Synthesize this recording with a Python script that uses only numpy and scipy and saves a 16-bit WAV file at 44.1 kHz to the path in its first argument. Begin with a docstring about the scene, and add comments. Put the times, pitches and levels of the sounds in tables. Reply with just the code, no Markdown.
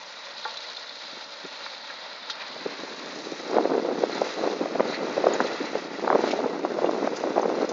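"""Far-off digger in the wind

A four-cylinder diesel digger works far off on a dirt bank: noise roars and clatters with every firing. Clicks
and noise ring the steel as stray knocks, scrapes and rattles; a few loud early firings ring it too. A hand-held
microphone turns into the wind: noise and pressure jabs rumble, and short swings pop on its port. Its
electronics cut the bass of the pops and knocks steeply."""
import sys
import numpy as np
from scipy import signal
from scipy.fft import rfft, irfft, next_fast_len
from scipy.io import wavfile
from scipy.ndimage import uniform_filter1d, map_coordinates

SR = 44100
rng = np.random.default_rng(int(sys.argv[2]) if len(sys.argv) > 2 else 0)


def elevation(decibels):
    """Turn decibel levels (scalar or array-like) into linear amplitude ratios."""
    levels = np.asarray(decibels, float)
    return 10 ** (levels / 20)


def unload_audio(sound):
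    """Save the sound as a 16-bit wav file, at the path given as the first command line argument."""
    columns = np.transpose(np.atleast_2d(sound))
    # keep every value between -1 and 1, then stretch to whole-number steps
    steps = np.round(np.clip(columns, -1, 1) * 32767)
    wavfile.write(sys.argv[1], SR, steps.astype(np.int16))


N = 340452

# wind on the port: (time [s], basic level [dB])
GUST_LEVELS = [(0.0, -82.5), (2.46, -66.5), (2.69, -46.5), (3.39, -43), (3.44, -37), (3.57, -23.5),
               (3.82, -32), (4.11, -31.5), (4.33, -35), (4.46, -29.5), (4.57, -32), (4.9, -33.5),
               (5.13, -35), (5.28, -29.5), (5.44, -26.5), (5.55, -37.5), (6.04, -34.5), (6.14, -31.5),
               (6.22, -27), (6.26, -26), (6.35, -26), (6.62, -32), (6.72, -29.5), (7.0, -31), (7.13, -32.5),
               (7.46, -28), (7.56, -31), (7.72, -31.5)]
# tone colour of the wind, only the shape counts: (pitch [Hz], level per Hz [dB])
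EDDY_COLOUR = [(40, -36.5), (100, -36), (166, -10), (290, 1.5), (500, 1), (800, -12.5), (1500, -23),
               (2500, -43), (8000, -76.5)]
# pitches at which small eddies swing: (pitch [Hz])
EDDY_PITCHES = [190, 320, 440, 640, 810, 1330]
# strong eddies popping on the port: (time [s], peak before the bass cut [dB], pitch at the middle [Hz])
WIND_POPS = [(1.134, -39, 340), (1.1743, -39.5, 350), (1.4534, -27.5, 380), (2.565, -28, 566),
             (2.663, -18, 440), (2.8355, -24.5, 457), (3.271, -24.5, 440), (3.3227, -22, 384),
             (3.505, -19.5, 470), (3.5325, -16, 530), (3.545, -12, 550), (3.5681, -8, 524),
             (3.5848, -7, 686), (3.6551, -9, 430), (3.736, -16, 400), (3.753, -15.5, 443),
             (3.7804, -12.5, 507), (3.823, -23.5, 418), (3.85, -18.5, 517), (3.888, -14.5, 503),
             (3.908, -21, 596), (3.925, -19, 450), (4.021, -19.5, 477), (4.0378, -9, 564),
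             (4.2187, -8.5, 516), (4.394, -23.5, 517), (4.413, -20, 426), (4.442, -17, 610),
             (4.465, -18.5, 514), (4.476, -17.5, 640), (4.613, -20.5, 394), (4.659, -18.5, 624),
             (4.756, -12.5, 595), (4.7974, -9.5, 620), (4.8061, -8, 576), (4.883, -21, 417),
             (4.898, -15.5, 387), (5.1805, -10.5, 537), (5.242, -11, 640), (5.2689, -3.5, 617),
             (5.2869, -13.5, 483), (5.316, -14.5, 484), (5.4045, -7.5, 880), (5.411, -10, 396),
             (5.612, -20, 317), (5.755, -15, 513), (6.047, -15.5, 830), (6.0778, -10, 840),
             (6.1027, -5.5, 890), (6.1150, -12.5, 597), (6.126, -17, 456), (6.1297, -8.5, 706),
             (6.1505, -9, 500), (6.1564, -3.5, 520), (6.2419, -11.5, 730), (6.3374, -12.5, 484),
             (6.353, -27.5, 486), (6.392, -13, 595), (6.4602, -16.5, 510), (6.6502, -9.5, 685),
             (6.789, -12.5, 576), (6.821, -14.5, 500), (6.845, -6.5, 510), (6.873, -19, 570),
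             (6.8933, -11.5, 630), (6.9855, -17, 560), (7.049, -16.5, 550), (7.0753, -10, 680),
             (7.2397, -13, 580), (7.273, -16, 604), (7.3805, -7.5, 625), (7.3972, -9.5, 640),
             (7.432, -13, 696), (7.4584, -15, 496), (7.501, -14, 590), (7.6306, -13, 443),
             (7.647, -15.5, 446)]
# steel cracking on or dragging over stones:
# (time [s], length [s], basic level [dB], brightest pitch [Hz], spread [octaves])
STEEL_SCRAPES = [(2.298, 0.0044, -26.5, 3970, 0.47), (2.401, 0.019, -38.5, 2330, 0.75),
                 (4.879, 0.051, -41, 4080, 0.21), (4.927, 0.023, -34.5, 1980, 0.48),
                 (6.307, 0.011, -32.5, 2640, 1.2), (7.155, 0.019, -39.5, 5200, 0.77)]
# steel knocks; the early rows near 4 kHz are loud engine firings that ring the steel: # (time [s], peak before
# the bass cut [dB], brightest pitch [Hz], spread [octaves], # time to fade by 60 dB [s])
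STEEL_KNOCKS = [(0.442, -26, 4000, 0.12, 0.044), (0.4505, -23, 1450, 0.42, 0.089),
                (0.454, -21.5, 810, 0.56, 0.14), (0.5712, -22.5, 3950, 0.095, 0.04),
                (0.768, -25.5, 4150, 0.21, 0.037), (0.894, -25, 3970, 0.11, 0.038),
                (1.663, -21.5, 1360, 0.84, 0.031), (1.899, -29, 1660, 0.47, 0.087),
                (2.297, -25.5, 1150, 0.7, 0.03), (4.1266, -30, 4040, 0.075, .04),
                (4.944, -25, 4260, 0.15, 0.09), (5.335, -24.5, 6940, 0.11, 0.022),
                (6.313, -31, 2340, 0.22, 0.091), (6.857, -30, 2790, 0.22, 0.05),
                (7.4155, -36.5, 6100, .1, .04), (7.69, -27, 6140, 0.69, 0.067)]
# pitches at which the steel rings: (pitch [Hz], strength [dB])
STEEL_MODES = [(500, 0), (888, -4.5), (1141, -2), (1394, 2), (1626, -1.5), (1830, -1.5), (2260, 2),
               (2800, -7), (3300, -6), (3580, 10.5), (3800, -7), (4000, -2.5), (4300, 0.5), (4600, -12.5),
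               (5000, 1.5), (5500, -3.5), (6150, 1), (6770, -7.5)]
# crank speed: (time [s], full four-firing cycles [per s])
CRANK_SPEED = [(0.0, 15.55), (1.5, 15.8), (3.3, 15.5), (5.9, 16.2), (7.0, 15.5), (7.72, 15.5)]
# engine level, swelling with load and with the air on the path: (time [s], basic level [dB])
ENGINE_LEVELS = [(0.0, -42), (0.53, -40.5), (1.11, -43), (1.62, -41), (2.09, -45), (2.4, -42.5),
                 (3.23, -47), (3.89, -48.5), (4.31, -38.5), (4.72, -43.5), (4.94, -40), (5.13, -45),
                 (5.41, -40.5), (5.95, -45.5), (6.26, -40), (6.55, -48), (6.9, -44.5), (7.72, -47)]
# how far the firings stand out of the roar: (time [s], strength [dB])
CLATTER_LEVELS = [(0, 4), (.6, 8.5), (1.3, 3.5), (2, 5), (4.5, 4.5), (7.72, 2.5)]
# the four cylinders in firing order: (casing [dB], whine band [dB], valve hiss [dB])
CYLINDER_STRENGTHS = [(-10, -3, 2), (-4.5, -14, -6.5), (-8.5, -8, 0.5), (-18.5, -5.5, -7.5)]
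# tone colour of the roar, only the shape counts: (pitch [Hz], level per Hz [dB])
ROAR_COLOUR = [(40, -36), (100, -28.5), (200, -17.5), (380, -15.5), (520, -5), (900, -4.5), (2000, -6.5),
               (2950, -7), (4000, 5), (4700, -1), (6000, -17), (7000, -25.5), (8300, -15)]
# borders between casing, whine band and valve hiss: (pitch [Hz])
ZONE_BORDERS = [2670, 6150]
# balance of the zones while the microphone turns:
# (time [s], casing [dB], whine band [dB], valve hiss [dB])
ZONE_BALANCE = [(0, -3, -4.5, 1), (0.7, -2.5, 0, 0.5), (1.5, -2.5, -2, 1), (2.3, 1.5, 0.5, -1),
                (3.2, 4, 1, 10.5), (3.8, 6, 2, 8.5), (4.3, 0, -3.5, 4.5), (4.75, 1, -5.5, 4),
                (5.2, 5, -1.5, 6.5), (6.3, 2.5, -4.5, 5), (7.72, 3.5, -3.5, 7.5)]
# steady exhaust tones: (multiple of the cycle rate, rms level before the panels hum along [dB])
EXHAUST_TONES = [(36, -66.5), (40, -59.5)]
# panels of the machine that hum along: (pitch [Hz], width [Hz], rise [dB])
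PANEL_HUMS = [(570, 22, 6), (885, 40, 5), (1390, 60, 3), (1930, 120, 3), (5030, 130, 3), (5850, 130, 3)]
# bounce off the ground while the microphone moves: (time [s], lag [ms], share of the direct sound)
GROUND_BOUNCE = [(0, 2, 0.16), (2.2, 2.26, 0.1), (3.6, 1.43, 0.13), (4.8, 1.54, 0.15), (7.72, 1.44, 0.12)]


def rms_one(x):
    """Scale to an average strength (rms) of 1."""
    return x / np.sqrt(np.mean(x ** 2) + 1e-20)


def in_time(rows):
    """Draw lines between the rows of a table: one value a sample for each column."""
    s, *columns = np.transpose(rows)
    return [np.interp(np.arange(N) / SR, s, c) for c in columns]


def colour(x, spectrum, low_hz=0., high_hz=1e5):
    """Shape by a spectrum between two soft edges; white noise keeps its strength."""
    size = next_fast_len(N)
    hz = np.arange(size // 2 + 1) * SR / size + 1
    points = np.array(spectrum)
    gain = elevation(np.interp(np.log(hz), np.log(points[:, 0]), points[:, 1]))
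    gain = gain / np.sqrt((1 + (low_hz / hz) ** 16) * (1 + (hz / high_hz) ** 16))
    gain = gain / np.sqrt(np.sum(gain ** 2) * 2 / size)
    return irfft(rfft(x, size) * gain, size)[:N]


def drift(rate_hz):
    """Slow chance wandering of spread 1: noise through a double one-pole low-pass."""
    # worked out at a tenth of the sample rate; the first 8000 values let the filter settle
    r = np.exp(-20 * np.pi * rate_hz / SR)
    noise = rng.standard_normal(N // 10 + 8002)
    slow = signal.lfilter([1], [1, -2 * r, r * r], noise)[8000:]
    return np.interp(np.arange(N) / 10, np.arange(len(slow)), rms_one(slow - slow.mean()))


def ring(push, hz, t60_s):
    """A unit click sets a sine ringing from height 1, fading by 60 dB in t60_s."""
    r, w = elevation(-60 / (t60_s * SR)), 2 * np.pi * hz / SR
    return signal.lfilter([0, np.sin(w)], [1, -2 * r * np.cos(w), r * r], push)


def tinted_noise(size, hz, spread):
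    """Noise of rms 1 under a bell of pitches, its spread in octaves."""
    bins = np.arange(size // 2 + 1) * SR / size + 1
    bell = np.exp(-(np.log2(bins / hz) / spread) ** 2)
    return rms_one(irfft(rfft(rng.standard_normal(size)) * bell, size))


def wind(per_s=220, uneven_db=2.0, bunch_db=3.5, bed=0.62, turns=2.77, tilt=0.62,
         wake=0.16, wake_s=0.0067, edge_db=-8, edge_hz=700):
    """Small eddies jab the port over a rumble that swells around each pop; big jabs are brightest."""
    gust_db = in_time(GUST_LEVELS)[0]
    sizes = elevation(uneven_db * np.minimum(rng.exponential(1, N), 2.5))
    chance = per_s * elevation(bunch_db * drift(10.0)) / SR
    jabs = (rng.random(N) < chance) * rng.choice([-1, 1], N)
    t, swell = np.arange(N) / SR, np.zeros(N)
    for s, peak_db, _ in WIND_POPS:
        near = slice(round(s * SR) - 3000, round(s * SR) + 3000)
        swell[near] += wake * elevation(peak_db) * np.exp(-np.abs(t[near] - s) / wake_s)
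    level = elevation(gust_db + 1.5 * drift(19.0))   # lulls: the small eddies come in uneven bunches
    rumble = (bed * level * elevation(1.3 * drift(48.0)) + swell) * rng.standard_normal(N)
    bright = rms_one(jabs * sizes ** 2) * level + swell * rng.standard_normal(N)

    # each eddy swings a few times at a pitch set by its group, dealt by chance
    dealt, swings = rng.integers(0, len(EDDY_PITCHES), N), np.zeros(N)
    for k, hz in enumerate(EDDY_PITCHES):
        push = jabs * sizes * (dealt == k) + 1e-18   # the tiny offset avoids exact silence
        swings += ring(push, hz, turns / hz) * hz ** tilt
    body = level * rms_one(colour(swings, EDDY_COLOUR)) + colour(rumble, EDDY_COLOUR)

    # strong gusts shed smaller eddies: the bass grows half as much in dB, even at -38.5 dB
    bass = signal.sosfiltfilt(signal.butter(2, 300, fs=SR, output="sos"), body)
    bass_gain = elevation(-0.5 * (gust_db + 38.5))
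    body = body + (bass_gain - 1) * bass
    return body + elevation(edge_db) * colour(bright, EDDY_COLOUR, edge_hz)


def pops(snap=0.63, wander=0.45, sag=0.68, crack=0.096, fewest_turns=1.41, extra_turns=0.9):
    """Strong eddies: swings under a bell, mostly sagging in pitch, with a brighter snap and crack."""
    half = 600   # samples either side of the middle
    out, t = np.zeros(N), np.arange(-half, half) / SR
    draws = rng.random((len(WIND_POPS), 5))
    grit_band = signal.butter(4, [1000, 2200], "band", fs=SR, output="sos")
    grits = rms_one(signal.sosfilt(grit_band, rng.standard_normal((len(WIND_POPS), len(t)))))
    for (s, peak_db, hz), (turn, turn_up, glide, up, longer), grit in zip(WIND_POPS, draws, grits):
        width_s = (fewest_turns + extra_turns * longer) / hz   # of the bell at half height
        bell = np.exp(-4 * np.log(2) * (t / width_s) ** 2)
        bend = 1 + wander * (glide - sag) * t / width_s
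        swing = np.cos(2 * np.pi * (hz * t * bend + turn))
        upper_hz = (1.16 + 0.42 * up) * hz
        upper = np.cos(2 * np.pi * (upper_hz * t + turn_up))
        upper = snap * (hz / 600) ** 0.79 * bell ** 4.1 * upper
        pop = bell * (swing + upper + crack * bell ** 3.2 * grit)
        i = round(s * SR)
        out[i - half:i + half] += elevation(peak_db) * pop / np.abs(pop).max()
    return out


def scrapes(grit_db=-1.0, tail_s=0.012):
    """Steel on stones: gritty noise swells over the stroke and dies quickly after it."""
    out, size = np.zeros(N), SR // 8
    t = np.arange(size) / SR
    for s, length_s, level_db, hz, spread in STEEL_SCRAPES:
        grit = elevation(grit_db * rms_one(uniform_filter1d(rng.standard_normal(size), size=60)))
        stroke = np.minimum(4 * t / length_s, 1) * np.exp(-np.maximum(t - length_s, 0) / tail_s)
        i = round(s * SR)
        out[i:i + size] += elevation(level_db) * stroke * grit * tinted_noise(size, hz, spread)
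    return out


def knocks(contact_s=0.0018, crack=0.66):
    """Each blow is a brief noise push into the steel modes near its brightest pitch, plus a crack."""
    out, size = np.zeros(N), SR // 4
    t = np.arange(size) / SR
    for s, peak_db, hz, spread, t60_s in STEEL_KNOCKS:
        pushes = rng.standard_normal((len(STEEL_MODES), size)) * np.exp(-t / contact_s)
        modes = np.zeros(size)
        for (mode_hz, mode_db), push in zip(STEEL_MODES, pushes):
            nearness = np.exp(-(np.log2(mode_hz / hz) / spread) ** 2)
            modes += elevation(mode_db) * nearness * rms_one(ring(push, mode_hz, t60_s))
        # the crack has the same colour and fades twice as fast
        hiss = tinted_noise(size, hz, spread) * elevation(-120 * t / t60_s) * np.minimum(t / .001, 1)
        blow = rms_one(modes) + crack * spread * rms_one(hiss)
        i = round(s * SR)
        out[i:i + size] += (elevation(peak_db) * blow / np.abs(blow).max())[:N - i]
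    return out


def rattle(per_s=350, level_db=-8, t60_s=.03, uneven_db=4.5, bunch_db=4.0):
    """Loose steel shakes with the engine's level: ticks in bunches, each ringing one of the modes."""
    sizes = elevation(uneven_db * np.minimum(rng.exponential(1, N), 2)) * rng.choice([-1, 1], N)
    ticks = sizes * (rng.random(N) < per_s * elevation(bunch_db * drift(12.0)) / SR)
    dealt, zones = rng.integers(0, len(STEEL_MODES), N), elevation(np.array(in_time(ZONE_BALANCE)))
    rings = np.zeros(N)
    for k, (hz, _) in enumerate(STEEL_MODES):
        push = ticks * (dealt == k) * zones[np.searchsorted(ZONE_BORDERS, hz)]
        rings += ring(uniform_filter1d(push, size=3) + 1e-18, hz, t60_s)
    # level_db is relative to the engine
    return elevation(in_time(ENGINE_LEVELS)[0] + level_db) * rms_one(colour(rings, ROAR_COLOUR))


def engine(knock_s=0.0028, uneven_db=1.5, patchy_db=0.8, shared_db=1.13):
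    """Noise in three zones; every firing adds a short burst whose size follows the cylinder."""
    start_cycle = -.93
    cycles = start_cycle + np.cumsum(in_time(CRANK_SPEED)[0]) / SR
    firing = np.floor(4 * cycles).astype(int)
    at = np.flatnonzero(np.diff(firing)) + 1
    chance_db = uneven_db * rng.standard_normal((len(at), 3))
    r = np.exp(-1 / (knock_s * SR))
    edges, shared, out = [0., *ZONE_BORDERS, 1e5], drift(15.0), np.zeros(N)
    (level_db,), (clatter_db,) = in_time(ENGINE_LEVELS), in_time(CLATTER_LEVELS)
    for zone, zone_db in enumerate(in_time(ZONE_BALANCE)):
        cylinder_db = np.array(CYLINDER_STRENGTHS)[firing[at] % 4, zone]
        kicks = np.zeros(N)
        kicks[at] = elevation(2 * (cylinder_db + clatter_db[at] + chance_db[:, zone]))   # as power
        power = 1 + uniform_filter1d(signal.lfilter([1], [1, -r], kicks), size=40)
        power = power / uniform_filter1d(power, size=SR // 4)   # clatter leaves the mean level alone
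        air_db = patchy_db * drift(30.0) + shared_db * shared   # gusts on the path: the roar wavers
        source = rng.standard_normal(N) * np.sqrt(power) * elevation(level_db + zone_db + air_db)
        out += colour(source, ROAR_COLOUR, edges[zone], edges[zone + 1])
    for multiple, tone_db in EXHAUST_TONES:
        out += np.sqrt(2) * elevation(tone_db) * np.sin(2 * np.pi * multiple * cycles)
    return out


def casing(x):
    """Panels of the machine hum along: narrow resonances added to the roar."""
    out = x.copy()
    for hz, width_hz, rise_db in PANEL_HUMS:
        r = np.exp(-np.pi * width_hz / SR)
        feedback = [1, -2 * r * np.cos(2 * np.pi * hz / SR), r * r]
        hum = signal.lfilter([(1 - r * r) / 2, 0, (r * r - 1) / 2], feedback, x)
        out += (elevation(rise_db) - 1) * hum
    return out


def ground_echo(x, wander_ms=0.04):
    """A duller bounce off the dirt arrives about 2 ms late and combs the spectrum."""
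    lag_ms, share = in_time(GROUND_BOUNCE)
    late = np.arange(N) - (lag_ms + wander_ms * drift(2.8)) * SR / 1000
    bounce = map_coordinates(uniform_filter1d(x, size=3), [late], order=3)
    return (x + share * bounce) / np.sqrt(1 + share ** 2)


def scene():
    """Everything reaches one microphone; its bass cut takes the thud out of pops and knocks."""
    bass_cut = signal.butter(6, 159, "high", fs=SR, output="sos")   # 159 Hz
    digger = ground_echo(casing(engine()) + rattle() + scrapes())
    thumps = signal.sosfilt(bass_cut, knocks() + pops())
    return (digger + wind() + thumps)[None]


def roll_off(x):
    """The treble ends steeply here."""
    return signal.sosfilt(signal.butter(12, 8260, fs=SR, output="sos"), x)


def record(dry):
    """The recorder cuts the treble steeply above 6924 Hz."""
    treble_cut = signal.cheby1(10, .5, 6924, fs=SR, output="sos")
    mix = signal.sosfilt(treble_cut, dry)
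    return roll_off(mix)


dry = scene()
out = record(dry)
unload_audio(out)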